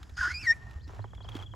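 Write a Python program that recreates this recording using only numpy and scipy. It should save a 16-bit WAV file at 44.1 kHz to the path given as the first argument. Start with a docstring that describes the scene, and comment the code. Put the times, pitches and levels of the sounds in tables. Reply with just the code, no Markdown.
"""Dry, dusty open ground with a far tree line, heard in stereo. A young elephant walks up to the
microphone, its feet knocking on the crust and scuffing the sand, and squeals once through its trunk:
a rasping start, a thin high arch, then a loud pure note that rings off the trees.
A small bird trills in the distance, another slurs, and a low outdoor rumble lies under everything."""
import sys
import numpy as np
from scipy import signal
from scipy.fft import rfft, irfft, next_fast_len
from scipy.io import wavfile
from scipy.ndimage import map_coordinates

SR = 44100
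rng = np.random.default_rng(int(sys.argv[2]) if len(sys.argv) > 2 else 0)


def store_pcm(level_fs):
    """Save levels as 16-bit WAV."""
    pcm = np.round(np.clip(level_fs, -1, 1) * 32767).astype(np.int16)
    wavfile.write(sys.argv[1], SR, np.atleast_2d(pcm).T)


N = 68355

# faint open air all round: frequency_hz, density_db
AIR_COLOUR = [(90, -8), (150, 5), (530, -12), (1400, -36), (2300, -25.5), (4600, -28.5), (7500, -22.5),
              (9000, -48), (11000, -31), (15500, -51)]
# low outdoor rumble: frequency_hz, density_db
RUMBLE_COLOUR = [(20, -40.5), (35, -20), (52, 5.5), (75, 0), (105, -1), (135, -9.5), (190, -21.5),
                 (320, -29), (600, -43.5), (1500, -84)]
# its swell: time_s, level_db
RUMBLE_LEVEL = [(0, -50), (.5, -47.5), (.95, -49), (1.1, -43.5), (1.25, -48), (1.55, -48)]
# a low hum, to the right: time_s, level_db
HUM_LEVEL = [(0, -65), (.93, -58), (1.01, -37), (1.07, -42), (1.12, -55), (1.24, -49.5), (1.3, -44),
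             (1.45, -47), (1.55, -45)]
# soles dragging in the sand: time_s, level_db
SCUFF_LEVEL = [(0, -61), (.11, -65.5), (.15, -70.5), (.27, -64.5), (.6, -58), (.76, -58), (.85, -75),
               (.89, -57.5), (.97, -53.5), (1.06, -64.5), (1.1, -68.5), (1.19, -68), (1.27, -59),
               (1.36, -48.5), (1.435, -50), (1.455, -68), (1.55, -73)]
# sliding sand: frequency_hz, density_db
SAND_COLOUR = [(120, 0), (200, -11.5), (340, 0), (560, -6), (800, 1), (1400, -4.5), (2000, -11.5),
               (3400, -15), (6800, -23), (9000, -27), (15000, -38)]
# grit snapping underfoot: start_s, level_db
GRIT_SNAPS = [(0.03, -43), (.095, -50), (0.71, -48.5), (0.878, -51), (1.15, -51.5), (1.29, -40),
              (1.352, -41.5), (1.367, -42), (1.537, -58)]
# filter on the snaps: frequency_hz, gain_db
GRIT_COLOUR = [(300, -32.5), (1500, 0.5), (3500, 1.5), (5500, -8), (8000, -12.5), (15000, -20)]
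# feet knocking on the crust: start_s, pitch_drop_s, level_db
KNOCKS = [(.093, 0.0018, -49.5), (.894, 0.0022, -41), (0.912, 0.0016, -56), (.934, 0.0014, -43.5),
          (.992, 0.0018, -37), (1.042, 0.0023, -36), (1.133, 0.0021, -42.5), (1.18, 0.0024, -48),
          (1.205, 0.0026, -44), (1.246, 0.0022, -43), (1.287, .004, -41), (1.537, 0.0025, -40)]
# filter on the crumbling crust: frequency_hz, gain_db
CRUMBLE_COLOUR = [(100, -22.5), (300, 4), (500, -1.5), (1000, 10), (1400, -10), (1900, -5), (2500, -22),
                  (5000, -34), (15000, -64)]
# soft, heavy footfalls: start_s, pitch_hz, t60_s, level_db
THUDS = [(0.119, 68, .11, -31), (0.192, 61.5, 0.1, -24), (0.277, 332, 0.035, -38),
         (0.311, 76.2, 0.35, -32.5), (0.429, 292, 0.064, -46), (0.642, 60, 0.15, -30),
         (0.758, 76, 0.079, -23), (0.877, 288, .05, -43), (1.041, 58.2, 0.11, -32),
         (1.354, 292, 0.024, -22)]
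# one bird's slurs, mostly rising: start_s, length_s, from_hz, to_hz, level_db
SLURS = [(0.136, 0.033, 5500, 4300, -68.5), (0.796, 0.042, 2690, 5160, -69), (.828, 0.041, 4660, 4350, -69),
         (0.861, 0.055, 5100, 6200, -68.5), (1.013, 0.021, 3920, 4400, -67),
         (1.223, 0.033, 3790, 5250, -64)]
# the distant bird's trill: start_s, level_db
TRILL_NOTES = [(.993, -72), (1.041, -68), (1.072, -72), (1.103, -68.5), (1.134, -66), (1.171, -61),
               (1.205, -58), (1.241, -56), (1.277, -54.5), (1.313, -52), (1.349, -54.5), (1.387, -53),
               (1.421, -52), (1.46, -52), (1.512, -58)]
# the squeal's melody: time_s, pitch_hz
SQUEAL_PITCH = [(.165, 1560), (.185, 1470), (.204, 1680), (.222, 1455), (.27, 1440), (.286, 1640),
                (.303, 2030), (.332, 2190), (.347, 2430), (.387, 2450), (.394, 2630), (.42, 2680),
                (.434, 2386), (.456, 2170), (.476, 1875), (.486, 1846), (.499, 1840), (.507, 1811),
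                (.517, 1829), (.53, 1931)]
# its tone, before roughness lowers it: time_s, level_db
SQUEAL_LEVEL = [(.162, -95), (.172, -44), (.202, -40), (.212, -23), (.223, -31.5), (.232, -25), (.28, -26),
                (.29, -38), (.325, -39.5), (.338, -43.5), (.355, -35.5), (.38, -38.5), (.405, -46),
                (.44, -40.5), (.463, -36), (.473, -24), (.494, -21.5), (.509, -16.5), (.523, -25),
                (.533, -36), (.545, -91)]
# its hoarseness: time_s, roughness (0-1)
SQUEAL_ROUGHNESS = [(.17, .9), (.2, 0.85), (.212, 0.41), (.275, 0.7), (.295, 0.4), (.33, 0.75), (.35, 0.2),
                    (.385, 0.2), (.4, 0.3), (.43, 0.42), (.455, 0.41), (.476, 0.01), (.518, 0), (.533, 0.5)]
# its side of the microphone: time_s, left_over_right_db
SQUEAL_PAN = [(.2, 0), (.4, -2), (.47, 2), (.55, 1.5)]
# what the trunk passes: frequency_hz, gain_db
TRUNK_RESONANCES = [(500, -40), (900, -20), (1400, 24), (1850, 1.5), (2400, -9), (2900, -8.5),
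                    (3700, -33.5), (4400, -14), (4900, -8.5), (5550, -14), (6400, -40.5), (7400, -28.5),
                    (8200, -32), (10600, -39), (16000, -45.5)]
# brief whistles beside the main tone: start_s, end_s, pitch_hz, level_db
SIDE_TONES = [(.176, 0.203, 1450, -34.5), (0.185, 0.206, 1810, -46.5), (0.221, 0.246, 1048, -40),
              (.236, 0.248, 1800, -41.5), (0.304, 0.32, 1455, -33.5), (0.32, 0.435, 1400, -73),
              (0.391, 0.448, 2404, -51.5), (.436, 0.472, 1470, -57), (0.521, 0.543, 2362, -50)]
# air rasping through the trunk: time_s, level_db
RASP_LEVEL = [(.163, -67.5), (.17, -43), (.2, -42), (.24, -38.5), (.28, -43), (.318, -42), (.34, -55),
              (.39, -71), (.45, -46.5), (.48, -51.5), (.525, -54), (.545, -77.5)]
# the rasp's spectrum: frequency_hz, density_db
RASP_COLOUR = [(400, -56.5), (800, -14), (1050, -10.5), (1450, 1), (1800, 2), (2250, -15.5), (2700, -14.5),
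               (3200, -10), (4000, -19.5), (5000, -4), (5800, -16.5), (6600, -10), (7600, -26.5),
               (11000, -27.5), (16000, -61.5)]
# air escaping beside the tone: time_s, level_db
HISS_LEVEL = [(.3, -78), (.34, -68.5), (.4, -64.5), (.46, -60.5), (.51, -69), (.57, -70), (.6, -89.5)]
# the hiss's spectrum: frequency_hz, density_db
HISS_COLOUR = [(2500, -36), (5000, -7.5), (6500, -3), (8000, -0.5), (11000, -7), (16000, -23)]
# ring of the far trees: frequency_hz, t60_s
TREE_DECAY = [(200, .8), (1800, 1.06), (5500, 0.41), (12000, 0.72)]
# phase between the channels in the top treble: frequency_hz, right_lead_rad
TREBLE_PHASE = [(7400, 0), (9000, 3.14), (10900, 6.2), (11600, 6.4), (13100, 9.4), (14700, 12.5)]


def amp(db):
    """Decibels to gain."""
    return 10 ** (np.asarray(db) / 20)


def unit(x):
    """Scaled to rms 1."""
    return x / np.sqrt(np.mean(x ** 2) + 1e-20)


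def along(points, hz):
    """Reads (frequency_hz, value) points at hz, on a log axis."""
    frequencies, values = np.transpose(points)
    return np.interp(np.log(hz + 1), np.log(frequencies + 1), values)


def curve(rows):
    """(time_s, value) points as one value per sample."""
    return np.interp(np.arange(N) / SR, *np.transpose(rows))


def wobble(per_s):
    """A smooth random curve with per_s knots a second."""
    return map_coordinates(rng.standard_normal(N // 8), [np.arange(N) * per_s / SR], mode="wrap")


def add(track, start_s, sound):
    """Mixes a sound into the track."""
    part = track[..., max(round(start_s * SR), 0):][..., :sound.shape[-1]]
    part += sound[..., :part.shape[-1]]


def coloured(x, spectrum):
    """x through a minimum-phase filter of this (frequency_hz, gain_db) shape."""
    size = 2 * next_fast_len(N)
    cepstrum = irfft(np.log(amp(along(spectrum, np.fft.rfftfreq(size, 1 / SR)))))
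    cepstrum[1:size // 2] *= 2
    cepstrum[size // 2 + 1:] = 0
    return irfft(rfft(x, size) * np.exp(rfft(cepstrum)), size)[..., :x.shape[-1]]


def noise(spectrum, side_db):
    """Mid-side stereo noise of rms 1, narrower in the treble."""
    mid, side = coloured(rng.standard_normal((2, N)), spectrum)
    side = amp(side_db) * coloured(side, [(2400, -0.5), (4000, -16), (7000, -36), (9000, -24)])
    return unit(np.array([mid + side, mid - side]))


def phase_of(hz):
    """The running phase of a pitch curve, in radians."""
    return 2 * np.pi * np.cumsum(hz) / SR


def whistle(hz):
    """A short tone that swells and fades, rms 1 at its top."""
    swell = np.sqrt(2 * np.abs(np.sin(np.linspace(0, np.pi, len(hz)))))
    return swell * np.sin(phase_of(hz))


def panned(x, db):
    """Left louder than right by db."""
    return x * amp(np.array([db, -db]).reshape(2, -1) / 2)


def outdoors(hum_hz=104.8, right_lead_rad=0.79, air_db=-61.5):
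    """The bed: faint air, an uneven low rumble and a wavering hum that swells about a second in."""
    phase = phase_of(hum_hz * (1 + 0.054 * wobble(24.97))) + np.array([[0], [right_lead_rad]])
    hum = np.sqrt(2) * np.sin(phase) * amp(curve(HUM_LEVEL) + 2.5 * wobble(25))
    rumble = noise(RUMBLE_COLOUR, side_db=-12.5) * amp(curve(RUMBLE_LEVEL) + 1.9 * wobble(14.04))
    return amp(air_db) * noise(AIR_COLOUR, side_db=-2) + rumble + panned(hum, db=-5)


def scuff():
    """Grainy sand slides under the soles, near the centre."""
    sand = noise(SAND_COLOUR, side_db=-4)
    grains = unit(amp(3 * wobble(700)))
    return panned(sand * grains * amp(curve(SCUFF_LEVEL)), db=-1)


def feet(from_hz=1800, to_hz=365, attack_s=.0006, knock_t60_s=.034, crumble_t60_s=.049, grit_t60_s=.032):
    """Close by, the crust knocks with a falling pitch and crumbles, grit snaps and heavy feet thud."""
    knocks, crumbs, grit, thuds = np.zeros(N), np.zeros((2, N)), np.zeros(N), np.zeros(N)
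    t = np.arange(SR // 5) / SR
    for start_s, drop_s, db in KNOCKS:
        knock = np.sin(phase_of(to_hz + (from_hz - to_hz) * np.exp(-t / drop_s)))
        add(knocks, start_s, amp(db - 60 * t / knock_t60_s) * (1 - np.exp(-t / attack_s)) * knock)
        click = amp(db + 14) * (t == 0)
        crumble = amp(db + 3.5 - 60 * t / crumble_t60_s) * rng.standard_normal((2, len(t)))
        add(crumbs, start_s, click + crumble)
    for start_s, db in GRIT_SNAPS:
        add(grit, start_s, amp(db - 60 * t / grit_t60_s) * rng.laplace(size=len(t)))
    for start_s, hz, t60_s, db in THUDS:
        attack = 1 - np.exp(-t * hz / .4)  # time constant of 0.4 cycles
        add(thuds, start_s, amp(db - 60 * t / t60_s) * attack * np.sin(2 * np.pi * hz * t))
    dirt = coloured(crumbs, CRUMBLE_COLOUR) + coloured(grit, GRIT_COLOUR)
    return panned(knocks + dirt + thuds, db=-1.3)


def birds(note_s=.021, note_hz=3362, fall_hz=398):
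    """Far off to the left, one bird slurs thinly; another's trill of falling notes grows louder."""
    song = np.zeros(N)
    falling_hz = note_hz - fall_hz * np.linspace(0, 1, round(note_s * SR)) ** 2.67
    for start_s, db in TRILL_NOTES:
        add(song, start_s, amp(db) * whistle(falling_hz * (1 + rng.normal(0, 0.004))))
    for start_s, length_s, from_hz, to_hz, db in SLURS:
        glide_hz = np.linspace(from_hz, to_hz, round(length_s * SR))
        waver = 1 + 0.062 * wobble(600)[:len(glide_hz)]
        add(song, start_s, amp(db) * whistle(glide_hz * waver))
    return panned(song * amp(3.6 * wobble(250)), db=3.5)


def squeal(jitter=0.0433, shimmer_db=3.5, flutter_per_s=650):
    """Close by, a tight, fluttering vibration sweeps its overtones through the trunk's resonances."""
    rough, pitch_hz = curve(SQUEAL_ROUGHNESS), curve(SQUEAL_PITCH)
    flutter = wobble(flutter_per_s) + 0.93 * wobble(2200)
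    phase = phase_of(pitch_hz * (1 + jitter * rough * flutter))
    orders = np.arange(1, 6)[:, None]
    high = orders > 3  # these harmonics are weaker and more blurred
    gains = amp(along(TRUNK_RESONANCES, orders * pitch_hz) - 5 * high)
    blur_rad = 0.52 * (orders - 1) * (rough + 0.18) + .45 * high
    harmonics = np.sin(orders * phase + blur_rad * np.array([wobble(900) for _ in orders]))
    tone = np.sqrt(2) * (gains * harmonics).sum(0) / np.linalg.norm(gains, axis=0)
    shimmer = wobble(flutter_per_s) + wobble(168.4)
    tone *= amp(curve(SQUEAL_LEVEL) + rough * (shimmer_db * shimmer - 5.1))
    for start_s, end_s, hz, db in SIDE_TONES:
        waver = 1 + 0.011 * wobble(500)[:round((end_s - start_s) * SR)]
        add(tone, start_s, amp(db) * whistle(hz * waver))
    return panned(tone + trunk_air(phase), curve(SQUEAL_PAN))


def trunk_air(phase, side_db=-9.5):
    """Air rasps through the trunk, pulsing twice a cycle of the tone, and escapes as a hiss."""
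    rasp = unit(noise(RASP_COLOUR, side_db) * (1 + 0.27 * np.cos(2 * phase)))
    hiss = noise(HISS_COLOUR, side_db) * amp(curve(HISS_LEVEL))
    return hiss + rasp * amp(curve(RASP_LEVEL) + 0.6 * wobble(400))


def tree_echo(x):
    """The far tree line answers; each frequency dies at its own speed."""
    hz, t, spectrum = signal.stft(rng.standard_normal((2, SR)), SR, nperseg=256)
    decay = amp(-60 * t / along(TREE_DECAY, hz)[:, None])
    tail = signal.istft(spectrum * decay, SR, nperseg=256)[1]
    tail = tail + .5 * tail[::-1]  # crossfeed narrows the image
    return signal.fftconvolve(x, tail / np.linalg.norm(tail[0]), axes=1)[:, :N]


def scene():
    """At the microphone: the elephant near and almost dry, the distant birds with more echo."""
    elephant, song = squeal() + feet(), birds()
    echo = tree_echo(amp(-28) * elephant + amp(-13) * song)
    return elephant + song + echo + scuff() + outdoors()


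def record(dry, top_hz=15900):
    """The two channels part in phase in the top treble, and nothing is kept above top_hz."""
    size = next_fast_len(N + SR // 2)
    hz = np.fft.rfftfreq(size, 1 / SR)
    right_lead_rad = np.interp(hz, *np.transpose(TREBLE_PHASE))
    turn = np.exp(.5j * np.array([[-1], [1]]) * right_lead_rad)
    return irfft(rfft(dry, size) * turn * (hz < top_hz), size)[:, :N]


dry = scene()
out = record(dry)
store_pcm(out)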